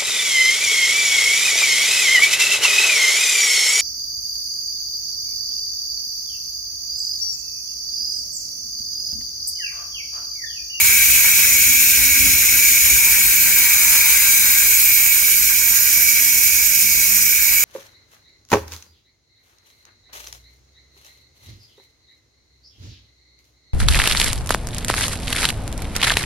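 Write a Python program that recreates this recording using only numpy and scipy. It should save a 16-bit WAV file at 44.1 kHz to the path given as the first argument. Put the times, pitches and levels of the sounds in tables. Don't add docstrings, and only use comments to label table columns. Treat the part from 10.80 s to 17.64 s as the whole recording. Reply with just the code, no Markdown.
import sys
import numpy as np
from scipy import signal
from scipy.fft import rfft, irfft
from scipy.io import wavfile
from scipy.ndimage import uniform_filter1d

SR = 44100
rng = np.random.default_rng(int(sys.argv[2]) if len(sys.argv) > 2 else 0)


def wav_out(sig):
    wavfile.write(sys.argv[1], SR, np.round(np.clip(np.atleast_2d(sig).T, -1, 1) * 32767).astype(np.int16))


N = 301644
TIME = np.arange(N) / SR
BINS = np.fft.rfftfreq(N, 1 / SR)
SIDES = np.array([[.5], [-.5]])

# (time [s], speed [turns/s])
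SPINDLE = [(0, 79), (.22, 79.7), (.45, 84), (.7, 86.4), (.88, 86.2), (1.05, 87.5), (1.6, 89.3), (1.9, 91.8),
           (2.07, 94.6), (2.6, 87.4), (3.05, 87.2), (3.28, 85), (3.5, 88), (3.85, 89.5), (4.15, 88.5),
           (4.46, 85), (4.7, 88), (5.15, 91.6), (5.45, 91.6), (5.8, 96.5), (6.05, 97.6), (6.6, 97.3),
           (6.84, 96)]


def amp(db):
    return 10 ** (np.asarray(db) / 20)


def curve(rows, order=1):
    rows = np.asarray(rows)
    return np.interp(TIME, rows[:, 0], rows[:, order])


def spectrum(rows, order=1):
    rows = np.asarray(rows)
    return np.interp(np.log(BINS + 1), np.log(rows[:, 0]), rows[:, order])


def drift(rate_hz):
    count = 4096
    hz = np.fft.fftfreq(count, N / SR / count)
    noise = rng.standard_normal(count) + 1j * rng.standard_normal(count)
    smooth = np.fft.ifft(np.fft.fft(noise) * np.exp(-(hz / rate_hz) ** 2))
    return np.interp(np.linspace(0, count - 1, N), np.arange(count), smooth / smooth.std())


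def step(at_s, time_constant_s):
    return .5 + .5 * np.tanh((TIME - at_s) / (2 * time_constant_s))


def swelling(base_db, swells):
    power = amp(base_db) ** 2
    for at_s, db, half_s in swells:
        power = power + amp(db) ** 2 * np.exp(-((TIME - at_s) / half_s) ** 2)
    return np.sqrt(power)


def rim_pattern(turns, wear_hz=4.9, count=42):
    turn = np.exp(2j * np.pi * turns)
    wave, pattern = turn ** 4, np.zeros(N)
    for _ in range(count):
        wave = wave * turn
        pattern += (wave * drift(wear_hz)).real
    return pattern * np.sqrt(4 * curve(SPINDLE) / SR)


def bite(turns, wobble=.03, segments=.05, chatter_db=.15, chatter_hz=45.):
    angle = 2 * np.pi * turns
    strikes = np.cos(12 * angle)
    return (1 + wobble * np.cos(angle) + segments * strikes) * amp(chatter_db * drift(chatter_hz).real)


def uptake(pressure, level_db, flutter_db, flutter_hz=32.8):
    return pressure * amp(level_db + flutter_db * drift(flutter_hz).real)


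def ringing(modes):
    hz, width, db, side_db, lead = np.transpose(modes)[:, :, None]
    power = amp(db) ** 2 / (1 + (2 * (BINS - hz) / width) ** 2) ** 2
    size = np.sqrt(amp(SIDES * side_db.T) ** 2 @ power)
    mean_lead = np.unwrap(np.angle((power * np.exp(1j * lead)).sum(0)))
    return size * np.exp(1j * SIDES * mean_lead)


def scrape(response, force, pattern, repeat):
    # (frequency [Hz], likeness [0 to 1])
    likeness = [(60, 1), (250, 1), (1300, 0.52), (2400, 1), (3200, 0.95), (4100, 0.83), (5400, 1),
                (6400, 0.2), (7800, 1), (8700, 0.73), (11500, 0), (13200, 0.65), (15700, 0.4)]
    fresh, stray = rfft(rng.standard_normal((2, N)) * force)
    share = np.clip(repeat, 0, 1) / (1 + (BINS / 3600) ** 8)
    common = np.sqrt(1 - share) * fresh + np.sqrt(share) * rfft(pattern * force)
    same = np.clip(spectrum(likeness), 0, 1)
    alike = np.sqrt((1 + same) / 2) * common
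    unlike = 2 * SIDES * np.sqrt((1 - same) / 2) * stray
    return irfft(response * (alike + unlike), N)


def vents(pattern):
    # (frequency [Hz], gain before the force of 0.98 [dB])
    rush = [(20, -50), (55, -21.5), (120, -31.5), (200, -28), (320, -32.5), (420, -33), (530, -29.5),
            (680, -40), (1200, -58), (3000, -68)]
    return scrape(amp(spectrum(rush)), 0.98, pattern, repeat=0.085)


def slab(pattern, pressure, feed_db, follows=1.17):
    # (frequency [Hz], gain before the force [dB])
    dull = [(400, -42), (760, -40.5), (920, -32.5), (1070, -33), (1300, -29.5), (1700, -29.5), (2700, -41),
            (3400, -71), (16000, -72)]
    return scrape(amp(spectrum(dull)), uptake(pressure, follows * feed_db, flutter_db=3.5), pattern, repeat=0.13)


def housing(pattern, pressure, feed_db, follows=0.69):
    # (frequency [Hz], width at half amplitude [Hz], gain before the force [dB],
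    # left over right [dB], lead of left [rad])
    modes = [(932, 113, -33, 1, 0.13), (990, 87, -39, -5, 0.13), (1586, 193, -15.5, -2.5, 0.88),
             (2017, 490, -19.5, 7, 0.2)]
    # (time [s], jolt added to a steady 0 dB by power [dB], half length at 1/e power [s])
    snags = [(.08, 7, .13), (.6, 8, .07), (1.6, 4, .06), (2.3, 10, .07), (3.06, 11, .05), (3.19, 13, .04),
             (3.28, 16, .035), (3.6, 6, .12), (4.95, 3, .12)]
    low = scrape(ringing(modes[:2]), pressure * swelling(0, snags), pattern, repeat=0.22)
    force = uptake(pressure, follows * feed_db, flutter_db=2.5)
    return low + scrape(ringing(modes[2:]), force, pattern, repeat=0.23)


def flexing(x, share=.002, flex_hz=12.):
    at = np.arange(N)
    stray = share * drift(flex_hz).real
    path = at + np.cumsum(stray - stray.mean())
    return np.array([np.interp(path, at, port) for port in x])


def guard(pattern, pressure):
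    # (frequency [Hz], width at half amplitude [Hz], gain before the force [dB],
    # left over right [dB], lead of left [rad])
    modes = [(2242, 116, -6.5, 0.4, 0.16), (2297, 168, -3.5, 0.4, 0.12), (2474, 260, -10.5, 0, 0.07)]
    # (time [s], level before flutter [dB])
    rattle = [(0, 3.3), (0.25, 3.2), (0.55, 1.3), (0.9, 2.1), (1.1, 1.1), (1.3, 2.2), (1.55, 0.5),
              (2.0, 2.9), (2.3, 1.5), (2.6, -0.5), (2.8, 2.3), (3.2, 2.0), (3.4, 0.4), (3.7, 1.0),
              (4.15, 0.7), (4.45, -1.7), (4.7, -1.9), (5.05, -4.1), (5.45, -1.3), (5.75, -1.8), (6.1, -1.5),
              (6.25, -2.6), (6.5, -0.3), (6.84, 0.3)]
    force = uptake(pressure, curve(rattle), flutter_db=1.37, flutter_hz=70.)
    return flexing(scrape(ringing(modes), force, pattern, repeat=0.3))


def grit_hiss(pattern, pressure, start_db=2.5, fade_db_per_s=0.99):
    # (frequency [Hz], gain before the force [dB], left over right [dB])
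    hiss = [(1400, -45, 0), (2400, -20, 0.3), (3000, -18.5, 0.7), (3450, -23.9, 0.8), (4600, -20, 2.2),
            (5600, -21.7, -2.3), (7000, -17.2, -0.8), (8500, -17.3, 4.0), (11100, -17.0, 2.4),
            (12500, -16.4, 2.9), (15750, -16.5, -4.8)]
    # (frequency [Hz], lead of left [rad])
    leads = [(2500, 0.78), (3600, 1.7), (4300, 1.07), (5200, 19.7), (6400, 3.9), (7900, 23.2), (9000, 12.7),
             (11000, 12.2), (11800, 5.2), (12900, 6.3), (14400, 11), (15400, 6.4)]
    size = amp(spectrum(hiss) + SIDES * spectrum(hiss, order=2))
    response = size * np.exp(1j * SIDES * spectrum(leads))
    force = uptake(pressure, start_db - fade_db_per_s * TIME, flutter_db=2.5)
    return scrape(response, force, pattern, repeat=0.067)


def bearing_db(way):
    light_touch = {"edge": -13, "free": -15, "flank": -10.5, "pinch": -15.5}
    # (start [s], end [s], level before the disc's overall gain [dB],
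    # time constant of the changeover [s], way)
    spells = [(-.5, 0.75, -5.5, .15, "free"), (-.5, .28, -5, .12, "flank"), (.18, 2.35, .3, 0.12, "edge"),
              (1.95, 2.14, -7, .06, "pinch"), (2.06, 4.85, -6, .12, "flank"),
              (2.44, 2.58, -3.5, .05, "flank"), (2.73, 3.74, 0.4, .12, "free"),
              (3.92, 4.88, -6, .1, "pinch"), (3.65, 4.4, -4.5, .11, "flank"),
              (4.85, 6.6, -0.1, 0.12, "pinch"), (6.58, 7.3, -5, 0.08, "flank"),
              (6.6, 7.3, -7, .08, "pinch")]
    power = amp(light_touch[way]) ** 2
    for start, end, db, change, kind in spells:
        if kind == way:
            power = power + amp(db) ** 2 * step(start, change) * (1 - step(end, change))
    return 10 * np.log10(power)


def disc(pattern, pressure, level_db=0.24):
    # (frequency [Hz], width at half amplitude [Hz], left over right [dB],
    # lead of left [rad], then gains before the force: on the leading edge [dB], free running [dB],
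    # on the flank [dB], pinched [dB])
    modes = np.array([(2457, 380, -3.5, -0.1, -11.5, -18, -21, -18),
                      (3300, 160, 0.5, 2.3, -17.5, -20.0, -23.5, -24.5),
                      (3690, 260, 2.0, 2.9, -17.5, -15.0, -18.5, -22.0),
                      (3960, 210, 2.5, 2.8, -13.5, -14.0, -14.0, -19.0),
                      (4290, 170, 1.5, -2.8, -14.5, -11.5, -11.5, -15.0),
                      (4810, 170, -1.5, -1.2, -20.0, -16.0, -15.0, -15.0),
                      (5020, 190, -3.5, -0.2, -20.0, -14.0, -12.5, -16.0),
                      (5240, 160, 1.5, -0.0, -11.5, -15.0, -15.0, -15.0),
                      (5590, 480, 0.5, 0.1, -13.0, -28.5, -23.0, -11.5),
                      (5920, 170, -4.5, 0.9, -11.5, -14.5, -23.0, -10.0),
                      (6080, 180, -2.0, 1.6, -12.5, -6.0, -17.0, -14.5),
                      (6280, 440, 4.5, 1.1, -12.0, -10.0, -11.5, -10.5),
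                      (6680, 170, -1.5, 0.5, -4.0, -7.0, -10.0, -4.5),
                      (7000, 240, -0.5, 1.1, -6.5, -12.0, -9.0, -10.5),
                      (7160, 310, -0.5, 1.1, -12.0, -7.5, -9.5, -15.5),
                      (7540, 200, 0.0, 1.9, -13.0, -7.0, -11.0, -10.0),
                      (7910, 240, 3.0, 1.8, -13.5, -13.0, -7.5, -12.0),
                      (8120, 220, 6.0, 2.1, -8.5, -18.0, -9.0, -7.5),
                      (8590, 130, 4.5, -1.7, -17.0, -9.5, -17.0, -13.5),
                      (9080, 290, 6.0, 0.1, -12.5, -14.0, -7.5, -15.5),
                      (9330, 140, 5.0, 0.7, -16.0, -13.5, -10.0, -13.0),
                      (9700, 490, 3.5, 1.0, -16.5, -13.0, -13.5, -11.0),
                      (10070, 280, 4.5, 1.9, -17.0, -20.5, -20.0, -16.5),
                      (10480, 240, 3.0, -0.5, -10.5, -9.0, -10.0, -15.0),
                      (10810, 240, 2.0, -0.0, -14.0, -16.5, -15.0, -17.0),
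                      (11440, 280, 3.0, -2.6, -13.5, -12.0, -11.5, -11.0),
                      (11900, 270, 1.5, -2.5, -16.0, -16.5, -7.5, -9.5),
                      (12340, 280, -1.0, -1.3, -8.5, -10.0, -7.0, -7.0),
                      (12750, 500, -2.5, -0.6, -11.0, -13.0, -3.5, -10.5),
                      (12960, 220, -3.5, -0.5, -3.5, -11.0, -4.5, -2.0),
                      (13540, 300, -1.5, -0.3, -10.5, -9.5, -5.5, -11.5),
                      (13950, 180, -4.5, -0.2, -5.5, -6.0, -1.0, -7.5),
                      (14490, 240, -2.5, 0.3, -7.0, -8.0, -1.5, -6.5),
                      (15030, 170, -1.5, 1.4, -11.0, -8.5, -7.5, -11.0),
                      (15470, 220, -2.5, 2.2, -12.5, -13.0, -11.5, -10.0),
                      (15700, 210, -2.0, 2.3, -8.5, -5.0, -3.0, -13.0)])
    out = np.zeros((2, N))
    for k, way in enumerate(("edge", "free", "flank", "pinch")):
        fed = np.c_[modes[:, :2], modes[:, 4 + k], modes[:, 2:4]]
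        force = uptake(pressure, level_db + bearing_db(way), flutter_db=1.03)
        out += scrape(ringing(fed), force, pattern, repeat=0)
    return out


def shifting(x, patch_db=1.2, size=2048):
    bands = signal.stft(x, nperseg=size)[2]
    field = rng.standard_normal(bands.shape[1:])
    for _ in range(2):
        field = uniform_filter1d(uniform_filter1d(field, size=5, axis=0), size=3, axis=1)
    gain = amp(patch_db * field / field.std())
    return signal.istft(bands * gain / np.sqrt(np.mean(gain ** 2)), nperseg=size)[1][:, :N]


def cutting(turns):
    # (time [s], level before each part's share [dB])
    feed = [(0, 2), (.65, 2.5), (.85, -1), (1.55, 1.5), (1.85, -0.5), (2.2, 2.5), (2.7, 3.5), (3.2, 6.5),
            (3.5, 2), (3.75, 4.5), (4.05, -0.5), (4.5, -1), (4.95, 1), (5.25, -2), (5.7, -2.5), (6.15, -5),
            (6.63, .5), (6.84, -1.5)]
    pattern, pressure, feed_db = rim_pattern(turns), bite(turns), curve(feed)
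    body = vents(pattern) + slab(pattern, pressure, feed_db)
    body += housing(pattern, pressure, feed_db) + guard(pattern, pressure)
    return body + shifting(grit_hiss(pattern, pressure) + disc(pattern, pressure))


def walls(x, count=8, echo_db=-6, sway_samples=3, sway_hz=1.2):
    at, out = np.arange(N), x.copy()
    for side in range(2):
        delays_s = rng.uniform(.004, .03, count)
        for delay_s, sign in zip(delays_s, rng.choice([-1, 1], count)):
            path = delay_s * SR + sway_samples * drift(sway_hz).real
            out[side] += sign * amp(echo_db) / np.sqrt(count) * np.interp(at - path, at, x[side], left=0)
    return out / np.sqrt(1 + amp(echo_db) ** 2)


def shaft(turns, waver=.48):
    # (time [s], level [dB])
    drone = [(0, -62), (.6, -54), (.8, -44.5), (1.1, -49), (1.44, -37.5), (1.7, -52), (1.85, -49),
             (1.99, -46), (2.1, -63), (2.4, -60), (2.55, -49.5), (3.15, -53.5), (3.3, -58), (3.6, -54.5),
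             (4.9, -60), (5.37, -52), (5.6, -58), (6.84, -65)]
    # (time [s], level [dB], half length at 1/e power [s])
    swells = [(0.288, -53, 0.06), (0.748, -49, 0.064), (2.636, -44.5, 0.084), (3.742, -50, .1),
              (5.198, -52.5, 0.068), (5.65, -51, 0.2), (6.03, -43.5, 0.094), (6.398, -43.5, 0.068)]
    # (time [s], level [dB], half length at 1/e power [s])
    whines = [(2.318, -46, 0.088), (2.98, -52, 0.12)]
    gains = {1: amp(-53.5), 2: swelling(-56, swells), 3: amp(curve(drone)),
             6: amp(-69), 10: swelling(-77.0, whines), 3.75: amp(-61.5)}
    tones = np.zeros(N)
    for order, gain in gains.items():
        tones += gain * (np.exp(2j * np.pi * order * turns) * (1 + waver * drift(12.5))).real
    return tones * np.sqrt(2 / (1 + waver ** 2))


def wind(side_db=5.5, shared=0.75, breeze_db=-39.5, fade_db_per_s=3):
    # (frequency [Hz], level before normalising [dB])
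    rumble = [(15, -26), (32, -12), (48, 1), (70, 0.5), (105, -3), (160, -10), (300, -13.5), (600, -27.5),
              (2000, -80)]
    # (time [s], level before buffeting and balance [dB], half length at 1/e power [s])
    gusts = [(.01, -41, 0.041), (.6, -48, .3), (.88, -43, 0.053), (1.22, -39.5, .08), (1.436, -32, 0.034),
             (1.53, -37.5, 0.1), (1.7, -43.5, 0.6), (2.136, -37, .04), (2.267, -39.5, 0.069),
             (2.464, -40, 0.034), (5.25, -50, .08), (5.65, -46, .12), (6.155, -43, .074)]
    buffet_db = 1.5 * drift(8.).real
    white = rng.standard_normal((2, N)) + shared * rng.standard_normal(N)
    air = irfft(rfft(white) * amp(spectrum(rumble)), N)
    gain = swelling(breeze_db - fade_db_per_s * TIME, gusts)
    return air / air.std() * gain * amp(SIDES * side_db + buffet_db)


def hum(hz=53, level_db=-45, waver=0.05):
    return np.sqrt(2) * amp(level_db) * (np.exp(2j * np.pi * hz * TIME) * (1 + waver * drift(3.4))).real


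def squeals(line_hz=45., side_db=-10.0):
    # (time [s], frequency [Hz], level before balance [dB], half length at 1/e power [s])
    calls = [(0.06, 14070, -26, 0.086), (0.41, 6620, -29, 0.07), (.68, 5720, -32, .06),
             (0.92, 6700, -29, 0.07), (1.94, 6743, -27, 0.12), (2.06, 13877, -30, 0.06),
             (2.1, 9520, -29, .06), (2.35, 8250, -31, .05), (2.6, 13300, -28, .06),
             (2.75, 14505, -23, 0.09), (2.82, 15030, -29, .06), (3.08, 6078, -29, 0.09),
             (3.94, 13945, -28, 0.157), (4.05, 14477, -27, 0.2), (4.95, 13968, -28, 0.078)]
    tones = np.zeros(N)
    for at_s, hz, db, half_s in calls:
        swell = amp(db) * np.exp(-.5 * ((TIME - at_s) / half_s) ** 2)
        tones += swell * (np.exp(2j * np.pi * hz * TIME) * drift(line_hz)).real
    return np.sqrt(2) * tones * amp(SIDES * side_db)


def thumps(level_db=-1.0, half_s=0.014):
    # (time [s], level before level_db and balance [dB], frequency [Hz], left over right [dB])
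    eddies = [(1.219, -29, 51.1, -0.5), (1.329, -26, 70.0, 9), (1.399, -29, 59.2, 9.5),
              (1.549, -26, 61.9, 3.0), (2.049, -33, 83.4, 12), (2.133, -28, 56.5, 10)]
    out = np.zeros((2, N))
    for at_s, db, hz, side_db in eddies:
        pulse = np.exp(-((TIME - at_s) / half_s) ** 2) * np.sin(2 * np.pi * hz * (TIME - at_s))
        out += amp(level_db + db + SIDES * side_db) * pulse
    return out


def beaming(x, low_hz=3100.0, high_hz=6300.0, turn_s=4.1, time_constant_s=.17, from_db=0, to_db=-4):
    treble = irfft(rfft(x) * np.clip((BINS - low_hz) / (high_hz - low_hz), 0, 1), N)
    balance_db = from_db + (to_db - from_db) * step(turn_s, time_constant_s)
    return x + treble * (amp(SIDES * balance_db) - 1)


def scene():
    turns = np.cumsum(curve(SPINDLE)) / SR
    grinder = walls(beaming(cutting(turns) + squeals()))
    return grinder + shaft(turns) + wind() + thumps() + hum()


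def record(dry, edge_hz=15760):
    lowpass = signal.firwin(1023, edge_hz, window=("kaiser", 9), fs=SR)
    return signal.oaconvolve(dry, lowpass[None], "same")


dry = scene()
out = record(dry)
wav_out(out)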